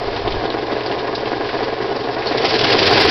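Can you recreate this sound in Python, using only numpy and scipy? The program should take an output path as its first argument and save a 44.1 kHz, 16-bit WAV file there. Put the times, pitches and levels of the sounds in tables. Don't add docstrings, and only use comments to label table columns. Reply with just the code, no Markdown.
import sys
import numpy as np
from scipy import signal
from scipy.fft import rfft, irfft
from scipy.io import wavfile

SR = 44100
rng = np.random.default_rng(int(sys.argv[2]) if len(sys.argv) > 2 else 0)


def to_linear_factor(level_db):
    exponent = np.asarray(level_db, float) / 20
    return 10 ** exponent


def waveform_to_disk(signal):
    frames = np.transpose(np.atleast_2d(signal))
    scaled = np.clip(frames, -1, 1) * 32767
    samples = np.round(scaled).astype(np.int16)
    wavfile.write(sys.argv[1], SR, samples)


N = 136710
T = np.arange(N) / SR


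def evened(x):
    return x / np.sqrt(np.mean(x ** 2) + 1e-20)


def curve(points):
    return np.interp(T, *np.transpose(points))


def coloured(x, points):
    hz, db = np.transpose(points)
    f = np.fft.rfftfreq(N, 1 / SR)
    gain = to_linear_factor(np.interp(np.log(f + 1), np.log(hz), db))
    return evened(irfft(rfft(x) * gain, N))


def drift(top_hz):
    f = np.fft.rfftfreq(N, 1 / SR)
    spectrum = rfft(rng.standard_normal(N))
    return evened(irfft(spectrum / (1 + (f / top_hz) ** 4), N))


def clicks(per_s, spread_db):
    size = to_linear_factor(spread_db * np.minimum(rng.exponential(1, N), 4))
    sign = rng.choice([-1., 1.], N)
    return evened(size * sign * (rng.random(N) < per_s / SR))


# time in seconds, level in dB.
WIND_LEVEL = [(0, -41.5), (.07, -28), (.14, -38.5), (.27, -27.5), (.38, -25.5), (.46, -44.5), (.9, -50),
              (.98, -41.5), (1.06, -49), (1.5, -44), (1.59, -37), (1.7, -47), (2.45, -49), (2.57, -39.5),
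              (2.7, -43), (2.92, -38.5), (3.1, -32)]
# frequency in Hz, density in dB per Hz.
WIND_COLOUR = [(15, -5), (35, -1.5), (55, -6.5), (100, -1), (170, -17.5), (400, -46.5)]


def wind():
    lumps_db = 2.0 * drift(9.7)
    return coloured(rng.standard_normal(N), WIND_COLOUR) * to_linear_factor(curve(WIND_LEVEL) + lumps_db)


# frequency in Hz, level in dB.
HUM_TONES = [(65, -51), (109, -48), (120, -42), (131, -44.5)]
# frequency in Hz, density in dB per Hz.
ROAR_COLOUR = [(20, -32), (50, -36.5), (110, -12.5), (170, -32), (300, -10), (450, 1.5), (1000, -16),
               (5500, -20)]
# frequency in Hz, density in dB per Hz.
SHUDDER_COLOUR = [(50, -19.5), (85, -1.5), (130, -1), (200, -9.5), (300, -3), (450, -22.5)]


def motor(load_db):
    hum = np.zeros(N)
    for hz, db in HUM_TONES:
        level = np.sqrt(2) * to_linear_factor(db + 0.77 * drift(7.6))
        hum += level * np.sin(2 * np.pi * hz * T + 1.2 * drift(1.4))
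    roar_db = -30 + 0.43 * load_db + 1.74 * drift(5.1)
    roar = coloured(rng.standard_normal(N), ROAR_COLOUR) * to_linear_factor(roar_db)
    shudder = coloured(rng.standard_normal(N), SHUDDER_COLOUR) * to_linear_factor(-51 + 1.052 * load_db)
    return hum * to_linear_factor(0.1 * load_db) + roar + shudder


# start in seconds, peak in dB, centre frequency in Hz.
STALK_SWISHES = [(0.161, -13, 3320), (0.2768, -13, 3220), (0.3198, -13, 3520), (0.452, -13.5, 3460),
                 (0.5015, -13.5, 3470), (0.616, -24, 3230), (0.7113, -36, 2080), (0.806, -15, 2510),
                 (0.8604, -10.5, 4660), (0.9125, -11, 3240), (0.9874, -15, 3400), (1.07, -18, 2030),
                 (1.1498, -8, 4950), (1.19, -19, 2100), (1.256, -14, 2770), (1.4885, -9, 1920),
                 (1.646, -26, 2050), (1.6983, -20, 2030), (1.7553, -26.5, 4300), (1.8482, -18, 1880),
                 (1.9613, -13, 4830), (2.0363, -17, 3630), (2.2214, -12, 2030), (2.2698, -7.5, 4470),
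                 (2.3146, -8, 1870), (2.4877, -27, 2290), (2.5417, -4.5, 4600), (2.611, -6, 3180),
                 (2.6658, -4, 1840)]


def swishes():
    rise_s, t60_s, width_hz, trim_db = 0.0011, .09, 1300, -11
    out, t = np.zeros(N + SR), np.arange(6000) / SR
    shape = np.minimum(t / rise_s, 1) * to_linear_factor(-60 * t / t60_s)
    for start, db, hz in STALK_SWISHES:
        crackle = rng.standard_normal(len(t)) * to_linear_factor(1.4 * rng.standard_normal(len(t)))
        band = signal.lfilter(*signal.iirpeak(hz, hz / width_hz, SR), crackle)
        bright = np.diff(crackle, prepend=0)
        puff = (evened(band) + 0.5 * evened(bright)) * shape
        out[round(start * SR):][:len(t)] += puff * to_linear_factor(db + trim_db)
    return out[:N]


def beat():
    turn = 2 * np.pi * 10.9 * T
    paddles_db = 1.0 * (np.cos(turn + 1.21) + 1.8 * np.cos(2 * turn + 1.6))
    return paddles_db + 0.76 * np.cos(turn / 3 + 1.2)


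IDLE_DB = -34.5
# time in seconds, thrashing level in dB.
STRAW_LOAD = [
    (0, -29.5),
    (.5, -30),
    (1.4, -29),
    (2.18, -29),
    (2.35, -22),
    (2.5, -14),
    (2.62, -13.5),
    (2.8, -10),
    (2.97, -8),
    (3.1, -8.5),
]
# frequency in Hz, density in dB per Hz.
STRAW_COLOUR = [(300, -42.5), (800, -11.5), (1300, -0.5), (2000, 1), (3000, 1.5), (4000, 1), (5200, 4.5),
                (7000, -4.5)]


def straw():
    grain_share = 0.76
    mix = grain_share * clicks(5000, 2.75) + (1 - grain_share) * rng.standard_normal(N)
    level_db = curve(STRAW_LOAD)
    lumpiness = np.clip(2 - .045 * (level_db - IDLE_DB), .2, 1)
    clumps_db = .8 * beat() + 2.6 * drift(44) + 0.68 * drift(130)
    return coloured(mix, STRAW_COLOUR) * to_linear_factor(lumpiness * clumps_db) * to_linear_factor(level_db - 3.5)


# frequency in Hz, width in Hz, level in dB.
BOX_MODES = [(281, 17, -29), (336, 12, -4.5), (409, 21, -2.5), (449, 40, 6), (556, 73, 0), (705.7, 81, 4.5),
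             (793.4, 77, 0.5), (950.5, 89, -1.5), (1033, 82, -3.5), (1229, 35, -15.5), (1448, 71, -7.5),
             (1630, 28, -6.5), (1722, 68, -11), (1924, 70, -12.5)]


def box_ring():
    t = np.arange(4096) / SR
    ring = np.zeros(len(t))
    for hz, width_hz, db in BOX_MODES:
        decay = np.exp(-np.pi * width_hz * t)
        ring += to_linear_factor(db) * np.sqrt(width_hz) * decay * np.sin(2 * np.pi * hz * t)
    low_cut = signal.butter(4, 248.4, "high", fs=SR, output="sos")
    ring = signal.sosfilt(low_cut, ring)
    return ring / abs(ring).max()


def thud():
    hz, width_hz, rise_s = 282, 98, .004
    t = np.arange(4096) / SR
    tone = np.exp(-np.pi * width_hz * t) * np.sin(2 * np.pi * hz * t)
    return to_linear_factor(-3) * tone * np.minimum(t / rise_s, 1)


# start in seconds, peak in dB.
BOX_KNOCKS = [(0.071, -11), (0.245, -19.5), (0.271, -7.5), (0.409, -12), (0.448, -13), (0.54, -9),
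              (0.568, -9.5), (0.625, -16), (0.719, -15.5), (0.861, -11.5), (0.92, -12), (0.97, -15),
              (1.042, -9), (1.127, -11), (1.316, -5.5), (1.408, -10), (1.452, -14.5), (1.529, -9.5),
              (1.549, -11), (1.589, -8), (1.68, -11), (1.801, -12), (1.843, -9.5), (1.958, -11.5),
              (2.073, -7), (2.166, -11), (2.207, -17.5), (2.258, -10), (2.309, -6.5), (2.348, -7)]
# start in seconds, peak in dB.
LOADED_BLOWS = [(2.439, -4.5), (2.538, -6.5), (2.636, -5), (2.699, -8.5), (2.731, -5), (2.749, -5),
                (2.815, -6.5), (2.862, -19), (2.91, 2), (2.926, -14.5), (2.956, -1), (2.972, -2.5),
                (3.001, -1.5), (3.012, -9.5), (3.049, -1.5), (3.083, -7.5)]


def drum(load_db):
    contact_s, bounce_s, bounces = .002, .02, 8
    ring = box_ring()
    shake = clicks(1200, 1.89) * to_linear_factor(beat() + 1.0 * drift(32))
    rattle = evened(signal.oaconvolve(shake, ring)[:N]) * to_linear_factor(-24.5 + 0.21 * load_db)

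    blows = np.zeros(N + SR)
    for start, db in [*BOX_KNOCKS, *LOADED_BLOWS]:
        peak_db = db - 2.5
        blows[round((start + contact_s) * SR)] += to_linear_factor(peak_db)
        late = rng.random(bounces)
        push = 2 * (2 * rng.random(bounces) - 1)
        at = np.round((start + 2 * contact_s + bounce_s * late) * SR).astype(int)
        blows[at] += to_linear_factor(peak_db - 6 - 6 * late) * push

    loaded = blows[:N] * (T > LOADED_BLOWS[0][0] - .01)
    knocks = signal.oaconvolve(blows, ring)[:N]
    return rattle + knocks + signal.oaconvolve(loaded, thud())[:N]


def scene():
    load_db = curve(STRAW_LOAD) - IDLE_DB
    return (wind() + motor(load_db) + swishes() + straw() + drum(load_db))[None]


def band_limit(x):
    return signal.sosfilt(signal.butter(12, 15800, fs=SR, output="sos"), x)


def record(dry):
    soft, edge_hz, edge_width_hz, clip = 1.05, 5398, 2170, .7
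    limited = soft * np.tanh(dry / soft)
    f = np.fft.rfftfreq(2 * N, 1 / SR)
    slope = np.clip((edge_hz - f) / edge_width_hz + .5, 0, 1)
    treble_cut = np.sin(np.pi / 2 * slope) ** 2.42
    dull = irfft(rfft(limited, 2 * N) * treble_cut, 2 * N)[:, :N]
    return band_limit(np.clip(dull - .0028, -clip, clip))


dry = scene()
out = record(dry)
waveform_to_disk(out)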